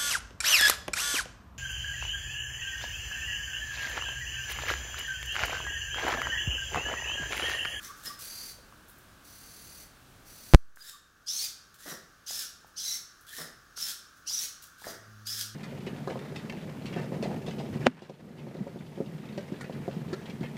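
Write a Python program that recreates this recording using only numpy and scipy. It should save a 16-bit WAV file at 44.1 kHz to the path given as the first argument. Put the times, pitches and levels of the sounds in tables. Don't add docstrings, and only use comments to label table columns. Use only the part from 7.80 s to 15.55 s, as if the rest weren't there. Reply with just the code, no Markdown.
import sys
import numpy as np
from scipy import signal
from scipy.fft import rfft, irfft, next_fast_len
from scipy.io import wavfile
from scipy.ndimage import map_coordinates

SR = 44100
rng = np.random.default_rng(int(sys.argv[2]) if len(sys.argv) > 2 else 0)


def persist_wave(psi):
    counts = np.round(np.clip(psi, -1, 1) * 32767).astype(np.int16)
    wavfile.write(sys.argv[1], SR, np.atleast_2d(counts).T)


N = 341725
TIME = np.arange(N) / SR


def from_db(db):
    return 10 ** (np.asarray(db) / 20)


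def rms_one(x):
    return x / np.sqrt(np.mean(x ** 2) + 1e-20)


def in_time(points):
    s, db = np.transpose(points)
    return np.interp(TIME, s, db)


def at_hz(points, hz):
    f, db = np.transpose(points)
    return from_db(np.interp(np.log(hz + 0.00076), np.log(f), db))


def coloured(x, spectrum):
    size = next_fast_len(len(x))
    gain = at_hz(spectrum, np.arange(size // 2 + 1) * SR / size)
    return rms_one(irfft(rfft(x, size) * gain, size)[:len(x)])


def drift(rate_hz, size=N):
    knots = rng.standard_normal(size // 8 + 4)[:int(size * rate_hz / SR) + 4]
    return map_coordinates(knots, [np.arange(size) * rate_hz / SR], order=2, mode="nearest")


def clicks(per_s, spread_db):
    struck = rng.random(N) < per_s / SR
    sign = rng.choice([-1, 1], N)
    size = from_db(spread_db * np.clip(rng.standard_normal(N), -2, 2))
    return rms_one(struck * sign * size)


def each_turn(turns, size):
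    surface = rng.standard_normal(size)
    return rms_one(map_coordinates(surface - surface.mean(), [turns % 1 * size], order=3, mode="grid-wrap"))


def stroke(age, length_s, attack_s, swell_db, release_db_per_s):
    db = swell_db * np.clip(age / length_s - 1, -1, 0) - release_db_per_s * np.maximum(age - length_s, 0)
    return np.clip(age / attack_s, 0, 1) ** 2 * from_db(db)


def background(hum_hz=107, hum_start_s=7.0, hum_rise_s=0.32, hum_level_db=-53):
    # time_s, level_db
    room_level = [(0, -57.5), (2.72, -56.5), (2.78, -64), (7.75, -64.5)]
    # frequency_hz, relative_density_db
    room_spectrum = [(15, -28), (25, 1.5), (86, 1.5), (299, -5), (352, -7), (392, -8), (1010, -12),
                     (1470, -14.5), (3880, -17), (4450, -19), (15800, -25)]
    # multiple, relative_level_db
    partials = [(1, 4.5), (2, -5.5), (3, -20)]
    noise = from_db(in_time(room_level)) * coloured(rng.standard_normal(N), room_spectrum)
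    phase = 2 * np.pi * np.cumsum(hum_hz * (1 + 0.00744 * drift(23))) / SR
    hum = rms_one(sum(from_db(db) * np.sin(k * phase) for k, db in partials))
    rise = np.clip((TIME - hum_start_s) / hum_rise_s, 0, 1) ** 2
    return noise + from_db(hum_level_db) * rise * hum


def idle_servos(control_hz=50.3, lines_db=-2, fizz_db=-8, main_db=-3, restless_db=5, walk_s=2.7):
    # time_s, level_db
    idle_level = [(0, -50.5), (.7, -60), (2.7, -64.5), (2.8, -60), (4.2, -60), (7.75, -56)]
    # frequency_hz, relative_level_db
    line_spectrum = [(1000, -25), (1120, -6), (1300, -9), (1480, -4), (1720, -9.5), (1810, -17),
                     (1950, -17.5)]
    # frequency_hz, relative_density_db
    fizz_spectrum = [(950, -27.5), (1150, -3.5), (1550, 1), (1750, -4), (2000, -20.5), (3300, -16.5),
                     (6500, -12.5), (7600, -24.5), (16000, -24.5)]
    phase = 2 * np.pi * control_hz * TIME
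    comb = 0
    for k in range(20, 39):
        comb = comb + at_hz(line_spectrum, k * control_hz) * np.sin(k * phase + 2 * np.pi * rng.random())
    strongest = np.sin(29 * phase)
    walking = np.clip(TIME - walk_s, 0, 1) + np.clip(1 - TIME, 0, 1)
    lines = from_db(lines_db - restless_db * walking) * (rms_one(comb) + from_db(main_db) * strongest)
    fizz = from_db(fizz_db + restless_db * walking) * coloured(rng.standard_normal(N), fizz_spectrum)
    return from_db(in_time(idle_level)) * (lines + fizz)


def pop(leak_s=.00155):
    # start_s, size_re_full_scale, rise_s (time constant)
    surges = [(2.7369, .66, .00002), (2.7427, 23, .004), (2.74715, -98, .0036)]
    out = 0
    for s, size, rise_s in surges:
        age = np.clip(TIME - s, 0, .5)
        out = out + size * (1 - np.exp(-age / rise_s)) * np.exp(-age / leak_s)
    return out


def gear_chirps(waver_rad=1.0):
    # centre_s, peak_db, pitch_hz, half_length_s (to 1/e)
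    notes = [(0.053, -43.5, 6000, 0.011), (0.105, -42, 1150, 0.014), (0.277, -34.5, 5126, 0.0114),
             (0.309, -39.5, 1164, 0.011), (3.017, -40, 4900, 0.0102), (3.073, -42, 5360, 0.0062),
             (3.104, -50, 3714, 0.065), (3.147, -47.5, 1160, 0.017), (5.086, -39.5, 3985, 0.066),
             (5.489, -48.5, 3450, 0.0071), (5.511, -54, 3170, 0.013), (5.537, -41.5, 1776, 0.0091)]
    unsteady = waver_rad * drift(250)
    out = np.zeros(N)
    for s, db, hz, half_s in notes:
        bell = np.exp(-np.minimum(((TIME - s) / half_s) ** 2, 50))
        out += from_db(db) * bell * np.sin(2 * np.pi * hz * TIME + unsteady)
    return out


def twitches():
    # start_s, initial_db, fade_s (time constant), lowest_hz
    nudges = [(.165, -53.5, 0.15, 3000), (.39, -42.5, 0.058, 3000), (1.084, -52.5, .04, 8800),
              (1.18, -57, 0.028, 8800), (2.958, -47, 0.013, 4000), (3.942, -50, 0.013, 2500),
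              (4.867, -59, .025, 8070), (5.41, -58, 0.03, 8000), (6.368, -59, 0.0241, 4000),
              (6.822, -44.5, 0.0296, 2980)]
    out = np.zeros(N)
    grit = rng.standard_normal(N) + clicks(per_s=410, spread_db=7)
    for s, db, fade_s, low_hz in nudges:
        highpass = signal.butter(4, low_hz, "high", fs=SR, output="sos")
        rustle = rms_one(signal.sosfilt(highpass, grit))
        out += from_db(db) * rustle * (TIME >= s) * np.exp(-np.abs(TIME - s) / fade_s)
    return out


def skidding():
    # start_s, time_to_peak_s, relative_peak_db, fade_db_per_s
    skids = [(0.246, 0.02, -51.5, 320), (4.051, 0.069, -49, 187), (5.571, 0.051, -49, 190),
             (7.034, 0.038, -50, 98)]
    return sum(from_db(db) * stroke(TIME - s, rise_s, attack_s=.012, swell_db=2.5, release_db_per_s=fade)
               for s, rise_s, db, fade in skids)


def feet(skid_db=4.5, tap_t60_s=0.014):
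    # frequency_hz, relative_density_db
    frame_spectrum = [(90, -27), (150, 7), (210, -2.5), (290, 0.5), (450, -1.5), (740, -3.5), (960, -9.5),
                      (1200, -2.5), (1930, -2.5), (2500, -20), (4000, -50)]
    # start_s, initial_db, ring_hz
    taps = [(0.786, -40.5, 560), (0.925, -41, 1150), (2.972, -32.5, 1610), (4.059, -39.5, 596),
            (4.507, -35.5, 758), (4.846, -41.5, 843), (5.619, -40, 501), (5.977, -33.5, 1440),
            (6.507, -43, 934), (7.02, -40, 870), (7.043, -31.5, 1730), (7.069, -25.5, 633)]
    out = from_db(skid_db) * skidding() * coloured(clicks(per_s=540, spread_db=1.5), frame_spectrum)
    for s, db, hz in taps:
        age = np.maximum(TIME - s, 0)
        decay_db = 60 * np.minimum(age / tap_t60_s, 10)
        out += from_db(db - decay_db) * np.sin(2 * np.pi * hz * age)
    return out


def strain_effort(pickup_share=.11, pickup_s=.06, slowing_share=.03, slowing_s=.07):
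    # start_s, length_s, final_load_db, swell_db, speed_turns_per_s (before losses)
    strains = [(.385, .32, -44, -0.5, 236), (1.425, .605, -49.5, 4, 229), (2.44, .29, -49, 4.5, 226)]
    load, speed = np.zeros(N), np.zeros(N)
    for start_s, length_s, db, swell_db, turns_per_s in strains:
        age = np.maximum(TIME - start_s, 0)
        load += from_db(db) * stroke(age, length_s, attack_s=.026, swell_db=swell_db, release_db_per_s=328)
        lost_at_first = pickup_share * np.exp(-age / pickup_s)
        lost_at_end = slowing_share * np.exp(np.minimum(age - length_s, 0) / slowing_s)
        speed = np.where(age > 0, turns_per_s * (1 - lost_at_first - lost_at_end), speed)
    return load, speed


def straining(buzz_db=-1.5, squeal_db=-3, squeal_hz=4690, squeal_width_hz=130, throb_hz=38, throb=.24,
              rub=0.46, hiss=1.35, unsteady=0.008):
    # frequency_hz, relative_density_db
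    buzz_spectrum = [(1000, -7.5), (2300, -2), (3200, -5), (4000, -1), (4550, 8), (5200, -1.5), (6000, 5.5),
                     (6600, -1), (8800, -3.5), (11300, 1.5), (13300, -2), (14700, 1), (16000, -7.5)]
    load, speed = strain_effort()
    turns = np.cumsum(speed * (1 + unsteady * drift(200))) / SR
    bars = 3 * turns
    brushes = rms_one(np.diff(each_turn(bars, size=56), prepend=0))
    friction = rub * each_turn(turns, size=170) + hiss * rng.standard_normal(N)
    buzz = coloured(brushes + friction, buzz_spectrum)
    nearness = 1 / (1 + ((20 * speed - squeal_hz) / squeal_width_hz) ** 2)
    twentieth = rms_one(np.sin(2 * np.pi * 20 * turns + 1.4 * drift(250)))
    squeal = from_db(squeal_db) * nearness * load / load.max() * twentieth
    hunting = 1 + throb * np.sin(2 * np.pi * throb_hz * TIME)
    return from_db(buzz_db) * load * (buzz + squeal) * hunting


def motor_speed(age, start_share, spin_up_s, ease_after_s, ease_per_s):
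    return 1 - (1 - start_share) * np.exp(-age / spin_up_s) - ease_per_s * np.maximum(age - ease_after_s, 0)


def braking(past_stop_s, surge_db, early_s=0.02, lead_s=0.024, half_s=.03):
    t = past_stop_s + early_s
    surge = np.exp(-(t / half_s) ** 2)
    sag = np.exp(-((t + lead_s) / half_s) ** 2)
    return from_db(surge_db * (surge - sag))


def gear_train(mesh_hz, wander=0.00907, load_sway=.03, jitter_rad=0.23, wobble=0.22, flutter_db=3,
               shimmer_db=4, teeth=9):
    # speed_ratio, relative_level_db
    servos = [(1, 2.5), (.92, -0.5), (1.07, -5), (.83, -6)]
    # frequency_hz, relative_level_db
    case_spectrum = [(1200, -20), (2600, -11.5), (3800, -10), (4500, -4.5), (5400, 4.5), (6300, -0.5),
                     (7200, -14.5), (10000, -13.5), (16000, -38)]
    size, whine, fundamental, grind = len(mesh_hz), 0, 0, 0
    for ratio, db in servos:
        hz = mesh_hz * ratio * (1 + wander * drift(59.9, size) + load_sway * drift(22, size))
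        phase = 2 * np.pi * np.cumsum(hz) / SR + jitter_rad * drift(700, size)
        rotor = phase / teeth + 2 * np.pi * rng.random()
        force = from_db(db) * (1 + wobble * np.sin(rotor)) * from_db(flutter_db * drift(215.2, size))
        fundamental = fundamental + force * np.sin(phase)
        grind = grind + force * each_turn(rotor / (2 * np.pi), size=200)
        for k in range(2, 9):
            strength = at_hz(case_spectrum, k * hz) * from_db(shimmer_db * drift(70.8, size))
            whine = whine + force * strength * np.sin(k * phase + 2 * np.pi * rng.random())
    return rms_one(whine), rms_one(fundamental), rms_one(grind)


def leg_moves(rows, speed_law, attack_s, release_db_per_s, whine_swell_db, rasp_swell_db, fundamental_re_rasp_db,
              fundamental_swell_db, brake_db=0, scrape=0.61, backlash=1.0):
    # frequency_hz, relative_density_db
    rasp_spectrum = [(300, -13.5), (1000, -14), (2000, -7.5), (2700, -4), (3800, 4), (5600, -3), (6400, 0),
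                     (7200, 1.5), (8500, -1), (11500, 0.5), (15500, -1.5)]
    whine_power, rasp_power, run_on_s = 0.82, 2, 0.094
    rattle = scrape * rng.standard_normal(N) + backlash * clicks(per_s=700, spread_db=6.5)
    out = np.zeros(N)
    for start_s, driven_s, whine_db, rasp_db, full_hz in rows:
        on = (TIME >= start_s) & (TIME < start_s + driven_s + run_on_s)
        age = TIME[on] - start_s
        speed = np.maximum(motor_speed(age, **speed_law), .1)
        whine, fundamental, grind = gear_train(full_hz * speed)
        rasp = speed ** rasp_power * coloured(grind + rattle[on], rasp_spectrum)
        layers = [(speed ** whine_power * whine, whine_db, whine_swell_db),
                  (rasp, rasp_db, rasp_swell_db),
                  (fundamental, rasp_db + fundamental_re_rasp_db, fundamental_swell_db)]
        gears = sum(x * from_db(db) * stroke(age, driven_s, attack_s, swell_db, release_db_per_s)
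                    for x, db, swell_db in layers)
        out[on] += gears * braking(age - driven_s, brake_db)
    return out


def shoves():
    # start_s, driven_s, whine_db and rasp_db (at full speed), full_speed_teeth_per_s
    shove_rows = [(0.005, 0.044, -47, -42.5, 2300), (0.225, 0.036, -46, -37.5, 2050),
                  (2.975, .12, -56, -40, 1830), (3.98, 0.13, -43, -42.5, 2040),
                  (5.46, 0.15, -43, -40, 2050), (6.975, 0.12, -45, -44, 1950)]
    speed_law = dict(start_share=.72, spin_up_s=.06, ease_after_s=.12, ease_per_s=1.8)
    return leg_moves(shove_rows, speed_law, attack_s=0.0079, release_db_per_s=224, whine_swell_db=28,
                     rasp_swell_db=11, fundamental_re_rasp_db=-12, fundamental_swell_db=8.5)


def short_swings():
    # start_s, driven_s, whine_db and rasp_db (at full speed), full_speed_teeth_per_s
    short_rows = [(4.454, 0.17, -39.5, -35.5, 1920), (5.952, 0.15, -39, -35.5, 1820),
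                  (7.447, 0.17, -39, -35.5, 1900)]
    speed_law = dict(start_share=.62, spin_up_s=.024, ease_after_s=.06, ease_per_s=1.5)
    return leg_moves(short_rows, speed_law, attack_s=0.023, release_db_per_s=234, whine_swell_db=-3.5,
                     rasp_swell_db=6, fundamental_re_rasp_db=-15, fundamental_swell_db=10, brake_db=4.0)


def long_swings():
    # start_s, driven_s, whine_db and rasp_db (at full speed), full_speed_teeth_per_s
    long_rows = [(3.455, 0.19, -34.5, -35.5, 2350), (4.953, 0.19, -36.5, -37.5, 2220),
                 (6.452, 0.19, -35.5, -36.5, 2140)]
    speed_law = dict(start_share=.61, spin_up_s=.07, ease_after_s=0.23, ease_per_s=.6)
    return leg_moves(long_rows, speed_law, attack_s=0.028, release_db_per_s=267, whine_swell_db=-3,
                     rasp_swell_db=7.5, fundamental_re_rasp_db=-17.5, fundamental_swell_db=27)


def tiled_room(x, wet_db=-5, split_hz=7000, t60_s=0.52, treble_t60_s=.24):
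    age = TIME[:SR * 3 // 4]
    scatter = rng.standard_normal(len(age)) * (age > .004)
    dull = signal.sosfilt(signal.butter(2, split_hz, fs=SR, output="sos"), scatter)
    bright = signal.sosfilt(signal.butter(2, split_hz, "high", fs=SR, output="sos"), scatter)
    tail = dull * from_db(-60 * age / t60_s) - bright * from_db(-60 * age / treble_t60_s)
    wet = signal.fftconvolve(x, tail / np.sqrt(np.sum(tail ** 2)))[:N]
    return (x + from_db(wet_db) * wet) / np.sqrt(1 + from_db(2 * wet_db))


def gain_control(x, cut_db=8, recover_db_per_s=9.0, overload=.69, lag_s=.022):
    cut = cut_db * (np.interp(TIME - lag_s, TIME, np.abs(x)) > overload)
    recovered = recover_db_per_s * TIME
    held = np.maximum.accumulate(cut + recovered) - recovered
    return x * from_db(-held)


def scene():
    walking_gears = shoves() + short_swings() + long_swings()
    robot = tiled_room(walking_gears + straining() + twitches() + gear_chirps() + feet())
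    return (robot + idle_servos() + background() + pop())[None]


def record(dry, limit=.69, drain_hz=2, cutoff_hz=15900):
    clipped = np.clip(gain_control(dry[0])[None], -limit, limit)
    centred = signal.lfilter(*signal.butter(1, drain_hz, "high", fs=SR), clipped)
    return signal.fftconvolve(centred, signal.firwin(255, cutoff_hz, fs=SR)[None], "same")


dry = scene()
out = record(dry)
persist_wave(out)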